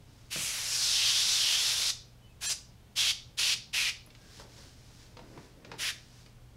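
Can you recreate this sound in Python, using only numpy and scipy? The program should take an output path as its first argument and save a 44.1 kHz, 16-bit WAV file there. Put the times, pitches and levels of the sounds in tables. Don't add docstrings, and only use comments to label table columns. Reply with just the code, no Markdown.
import sys
import numpy as np
from scipy import signal
from scipy.fft import rfft, irfft
from scipy.io import wavfile

SR = 44100
rng = np.random.default_rng(int(sys.argv[2]) if len(sys.argv) > 2 else 0)


def digitize_waveform(pressure):
    field = np.atleast_2d(pressure).T
    bounded = np.clip(field, -1, 1)
    quanta = np.round(bounded * 32767).astype(np.int16)
    wavfile.write(sys.argv[1], SR, quanta)


N = 289296
T = np.arange(N) / SR

# frequency_hz, density_db
NOZZLE_SPECTRUM = [(100, -29), (400.0, -15), (1000.0, -9.5), (1500.0, -6), (2000.0, -5.5), (2600.0, -0.5),
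                   (3400.0, -1.1), (4500.0, -0.9), (6000.0, -2), (7300.0, -6), (8100.0, -9.5),
                   (10000.0, -5.5), (12000.0, -11.5), (15000.0, -21.5)]
# frequency_hz, density_db
RUSH_SPECTRUM = [(1500.0, 1), (3000.0, -5), (4000.0, -9), (5700.0, -11.5), (6800.0, -18.5), (8000.0, -22),
                 (11000.0, -31), (15000.0, -53.1)]
# open_s, shut_s, rise_s
LONG_PRESS = (0.2993, 1.9034, 0.032)
# time_s, hiss_db, rush_db, rush_edge_hz
SWEEP_AIM = [(.32, -29.7, -16, 7400), (.43, -30, -2.5, 7300), (.59, -31, -15, 5800), (.71, -30.5, -8, 5100),
             (.87, -30, -7.5, 4030), (1.02, -29, -9, 2940), (1.31, -28, -8, 3840),
             (1.49, -28.5, -10.5, 2940), (1.65, -27.5, -9.5, 3620), (1.77, -28, -13, 3570),
             (1.9, -30, -8.5, 3900)]
# open_s, shut_s, rise_s, hiss_db, sag_db_per_s, rush_db, swell_db_per_s, edge_hz, ring_db
PUFFS = [(2.403, 2.526, 0.038, -28, 14, -19, 114, 4950, -6),
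         (2.952, 3.111, 0.033, -27.5, 5, -12, 17, 2900, 4.5),
         (3.369, 3.5376, 0.032, -25, 31, -11, 6, 2870, -.5),
         (3.727, 3.896, 0.022, -27, 33, -15, 2, 2270, 6.5),
         (5.776, 5.906, 0.048, -26, 55, -20.5, 14, 1900, -2.5)]
# pitch_to_edge_ratio, lift_db
SWEEP_RESONANCE = (0.99, 5.4)
# pitch_to_edge_ratio, lift_db, width_ratio
LOW_RESONANCE = (0.332, 5.3, 0.11)
# pitch_hz, level_db
WHISTLE_TONES = [(1707, -44.5), (2568, -44), (3219, -44), (4059, -39), (4479, -43), (5868, -36),
                 (6105, -46), (6923, -44), (7467, -33.5), (8640, -41), (9851, -44), (10304, -43)]
# start_s, thud_db, clack_db, tick_db, rebound_db
KNOCKS = [(.359, -29.5, -36, -60, -11), (4.072, -51, -54.5, -58, -18), (4.103, -63, -58, -48.5, -20),
          (4.149, -53, -57, -46, -20), (4.397, -49, -40.5, -55, -11), (4.585, -46, -49.5, -60, -10),
          (5.169, -47, -42, -43, -1), (5.375, -36.5, -43, -49, -16), (5.647, -57, -46.5, -41.5, -18),
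          (5.715, -43, -33.5, -37, -8.5), (6.261, -56, -54, -48, -20)]
# pitch_hz, level_db, t60_s
CAN_MODES = [(152.5, 0, 0.15), (248, -14, 0.079), (473, -0.5, 0.088), (597, -3.5, 0.084), (991, 3.5, 0.04),
             (1395, -12, .07), (2060, -4, 0.054), (2630, -2.5, .05), (3670, -6, .04), (4550, -2, 0.028),
             (6300, -21, .03)]
# peak_s, swell_s, fade_s, level_db
SLEEVE_STROKES = [(.2, .25, 0.33, -64), (4.41, 0.24, 0.053, -52), (4.6, 0.16, 0.2, -54),
                  (5.03, 0.44, 0.12, -58), (5.44, 0.4, 0.14, -61), (6.21, 0.55, 0.12, -60)]
# frequency_hz, density_db
CLOTH_SPECTRUM = [(410, -48), (700, -9.5), (1200, -7.5), (1310, -11.5), (1490, -5), (2560, -7), (5240, -2),
                  (9580, -14.5), (15000, -26)]
# peak_s, swell_s, fade_s, level_db
SHUFFLES = [(4.5, .6, 0.39, -63.5), (5.37, 0.3, 0.18, -55), (5.69, 0.17, 0.2, -55)]
# frequency_hz, density_db
SHUFFLE_SPECTRUM = [(80, -31), (170, -2), (280, -2), (600, -8.5), (800, -18), (2000, -19.5), (6000, -52)]
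# frequency_hz, t60_s, level_db
GARAGE_DECAY = [(150, .3, 0.5), (496, 0.32, 0.5), (1490, 0.38, -4), (3020, 0.35, -3.5), (5200, 0.39, -1),
                (8998, 0.27, -0.5), (15000, 0.2, -0.5)]
# frequency_hz, density_db
ROOM_SPECTRUM = [(12, -40), (20, -6.5), (119, -8.5), (148, -14), (191, -15.5), (315, -21.5), (393, -27),
                 (427, -24), (788, -28), (1160, -32.5), (1340, -32), (1820, -35), (3170, -34),
                 (3640, -35.5), (15500, -47)]
# pitch_hz, level_db
HUM_TONES = [(57, -68.5), (119.9, -60.5), (408, -80.5)]
# middle_s, half_length_s, pitch_hz, level_db
CHIRPS = [(2.257, 0.029, 3010, -61.5), (2.31, 0.025, 2580, -65), (2.85, 0.033, 3090, -74),
          (4.27, .09, 1620, -67)]


def spray(nozzle_db=-0.5, impact_db=-0.83, ripple_db=0.27, sputter_db=0.75):
    hz, t, spectra = signal.stft(rng.standard_normal(N), SR, nperseg=512, noverlap=384)
    hz = hz[:, None]
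    hiss_db, rush_db, edge_hz, ring_hz, lift_db = aim(t)
    over_edge = (hz + 1) / edge_hz
    high_pass = amp(1.5 * bell(over_edge, 0.091)) / np.sqrt(1 + (1.192 / over_edge) ** 8)
    nozzle = amp(nozzle_db + hiss_db + read(NOZZLE_SPECTRUM, hz))
    rush = high_pass * amp(impact_db + rush_db + read(RUSH_SPECTRUM, hz))
    comb = amp(ripple_db * np.cos(4 * np.pi * over_edge))
    gain = np.hypot(nozzle, rush) * gap_resonance(hz, over_edge, ring_hz, lift_db) * comb
    hiss = signal.istft(spectra * gain, SR, nperseg=512, noverlap=384)[1][:N]
    return hiss * valve() * amp(sputter_db * wander(T, 45))


def valve(drain_s=0.0091):
    flow = np.zeros(N)
    for opens, shuts, rise, *_ in [LONG_PRESS, *PUFFS]:
        opening = np.clip((T - opens) / rise, 0, 1) ** 1.46
        flow += np.sin(np.pi / 2 * opening) * np.exp(-np.maximum(T - shuts, 0) / drain_s)
    return flow


def aim(t, glide_oct_per_s=-0.6, ring_ratio=1.16):
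    times, *columns = np.transpose(SWEEP_AIM)
    hiss_db, rush_db, edge_hz = (np.interp(t, times, column) for column in columns)
    sweep_ratio, lift_db = SWEEP_RESONANCE
    state = np.broadcast_arrays(hiss_db, rush_db, edge_hz, sweep_ratio * edge_hz, lift_db)
    for opens, shuts, rise, hiss_db, sag, rush_db, swell, start_hz, lift_db in PUFFS:
        held_s = np.clip(t, opens, shuts) - opens
        edge_hz = start_hz * 2 ** (glide_oct_per_s * held_s)
        puff = hiss_db - sag * held_s, rush_db + swell * held_s, edge_hz, ring_ratio * edge_hz, lift_db
        state = np.where(t > opens - rise, np.broadcast_arrays(*puff), state)
    return state


def gap_resonance(hz, over_edge, ring_hz, lift_db, strongest_hz=2520, range_oct=0.9):
    low_ratio, low_db, low_width = LOW_RESONANCE
    peaks_db = lift_db * bell(hz / ring_hz, 0.068) + low_db * bell(over_edge / low_ratio, low_width)
    strength = np.exp(-(np.log2((hz + 1) / strongest_hz) / range_oct) ** 2)
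    return amp(peaks_db * strength)


def whistle(hiss, middle_s=2.478, half_length_s=0.016, tones_db=-3, dip=0.78):
    share = np.exp(-((T - middle_s) / half_length_s) ** 4)
    tones = wavering_tones(WHISTLE_TONES, waver_rad=0.9, rate_hz=200)
    return hiss * (1 - dip * share) + amp(tones_db) * share * tones


def can_knocks(thud_hz=330, tick_hz=1800, scuff_db=-4, ring_db=-8, detune=0.085):
    out, t = np.zeros(N), np.arange(SR // 3) / SR
    edges_hz = (120, thud_hz), (thud_hz, tick_hz), (tick_hz, 5500)
    bands = [signal.butter(3, edges, "band", fs=SR, output="sos") for edges in edges_hz]
    scuff_decay = np.exp(-t / 0.004) + amp(-15) * np.exp(-t / 0.028)
    for start_s, *levels in blows():
        scuff = sum(amp(db + scuff_db) * band_noise(band, len(t)) for db, band in zip(levels, bands))
        blow = scuff * scuff_decay
        for hz, mode_db, t60 in CAN_MODES:
            band_db = levels[int(hz > thud_hz) + int(hz > tick_hz)]
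            pitch_hz = hz * (1 + detune * rng.uniform(-1.12, 1))
            ring = np.sin(2 * np.pi * (pitch_hz * t + rng.random()))
            blow += amp(ring_db + band_db + mode_db) * ring * np.exp(-np.log(1000) * t / t60)
        add(out, start_s, blow * (1 - np.exp(-t / 0.001)))
    return out


def blows(rebound_s=0.022, dulling_db=(2, 0.5, -3)):
    for start_s, *levels, rebound_db in KNOCKS:
        yield start_s, *levels
        yield start_s + rebound_s, *(np.add(levels, dulling_db) + rebound_db)


def button_tick(start_s=4.0625, level_db=-53, decay_s=0.0029):
    out, t = np.zeros(N), np.arange(2000) / SR
    band = signal.butter(2, (10000, 12800), "band", fs=SR, output="sos")
    add(out, start_s, amp(level_db) * band_noise(band, len(t)) * np.exp(-t / decay_s))
    return out


def rustle(cloth_db=-1.5, shuffle_db=1.5, grain_db=1.5, lumps_db=2):
    catches = rng.standard_normal(N) * amp(grain_db * wander(T, 500))
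    cloth = colour(catches, CLOTH_SPECTRUM) * amp(cloth_db)
    shuffle = noise(SHUFFLE_SPECTRUM) * amp(shuffle_db + lumps_db * wander(T, 35))
    return cloth * strokes(SLEEVE_STROKES) + shuffle * strokes(SHUFFLES)


def strokes(rows, drop_db=14, roundness=1.21):
    power = 0
    for peak_s, swell_s, fade_s, db in rows:
        from_peak = np.maximum((peak_s - T) / swell_s, (T - peak_s) / fade_s)
        power += amp(db - drop_db * from_peak ** roundness) ** 2
    return np.sqrt(power)


def garage(x, gap_s=0.0028, sway_per_s=2.5, patterns=4):
    wet, room = np.zeros(N), np.array(GARAGE_DECAY)
    for k in range(patterns):
        hz, t, spectra = signal.stft(rng.standard_normal(SR), SR, nperseg=256)
        t60, level_db = read(room[:, :2], hz[:, None]), read(room[:, ::2], hz[:, None])
        tail = signal.istft(spectra * amp(level_db) * np.exp(-np.log(1000) * t / t60), SR)[1]
        tail *= np.clip(np.arange(len(tail)) / SR / gap_s - 1, 0, 1)
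        share = np.sqrt(2 / patterns) * np.cos(np.pi * (sway_per_s * T + k / patterns))
        wet += signal.fftconvolve(x * share, tail / np.linalg.norm(tail))[:N]
    return wet


def room_tone(rumble_db=-56.5):
    hum = wavering_tones(HUM_TONES, waver_rad=0.24, rate_hz=3.7)
    return amp(rumble_db) * noise(ROOM_SPECTRUM) + hum


def chirps(waver_rad=0.91, rate_hz=110):
    out = np.zeros(N)
    for middle_s, half_length_s, hz, db in CHIRPS:
        envelope = amp(db) * np.exp(-((T - middle_s) / half_length_s) ** 2)
        out += envelope * np.sin(2 * np.pi * hz * T + waver_rad * wander(T, rate_hz))
    return out


def wavering_tones(rows, waver_rad, rate_hz):
    out = np.zeros(N)
    for hz, db in rows:
        phase = 2 * np.pi * (hz * T + rng.random()) + waver_rad * wander(T, rate_hz)
        out += amp(db) * np.sqrt(2) * np.sin(phase)
    return out


def bell(ratio, width):
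    return 1 / (1 + ((ratio - 1) / width) ** 2)


def wander(t, rate_hz):
    return np.interp(t * rate_hz, np.arange(4096), rng.standard_normal(4096))


def band_noise(band, length):
    return unit_rms(signal.sosfilt(band, rng.standard_normal(length)))


def noise(spectrum):
    return colour(rng.standard_normal(N), spectrum)


def colour(x, spectrum):
    return unit_rms(irfft(rfft(x) * amp(read(spectrum, np.fft.rfftfreq(N, 1 / SR))), N))


def read(points, hz):
    point_hz, values = np.transpose(points)
    return np.interp(np.log(hz + 1), np.log(point_hz + 1), values)


def unit_rms(x):
    return x / np.sqrt(np.mean(x ** 2) + 1e-20)


def amp(db):
    return 10 ** (np.asarray(db) / 20)


def add(mix, start_s, sound):
    part = mix[max(round(start_s * SR), 0):][:len(sound)]
    part += sound[:len(part)]


def scene(hiss_wet_db=-10, knock_wet_db=-6):
    hiss = spray() + rustle()
    hits = can_knocks() + button_tick()
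    reflections = garage(amp(hiss_wet_db) * hiss + amp(knock_wet_db) * hits)
    mono = whistle(hiss + hits + reflections) + room_tone() + chirps()
    return np.array([mono, mono])


def record(dry, cutoff_hz=15780):
    low_pass = signal.firwin(1023, cutoff_hz, window=("kaiser", 9), fs=SR)
    return signal.oaconvolve(dry, low_pass[None], "same", axes=1)


dry = scene()
out = record(dry)
digitize_waveform(out)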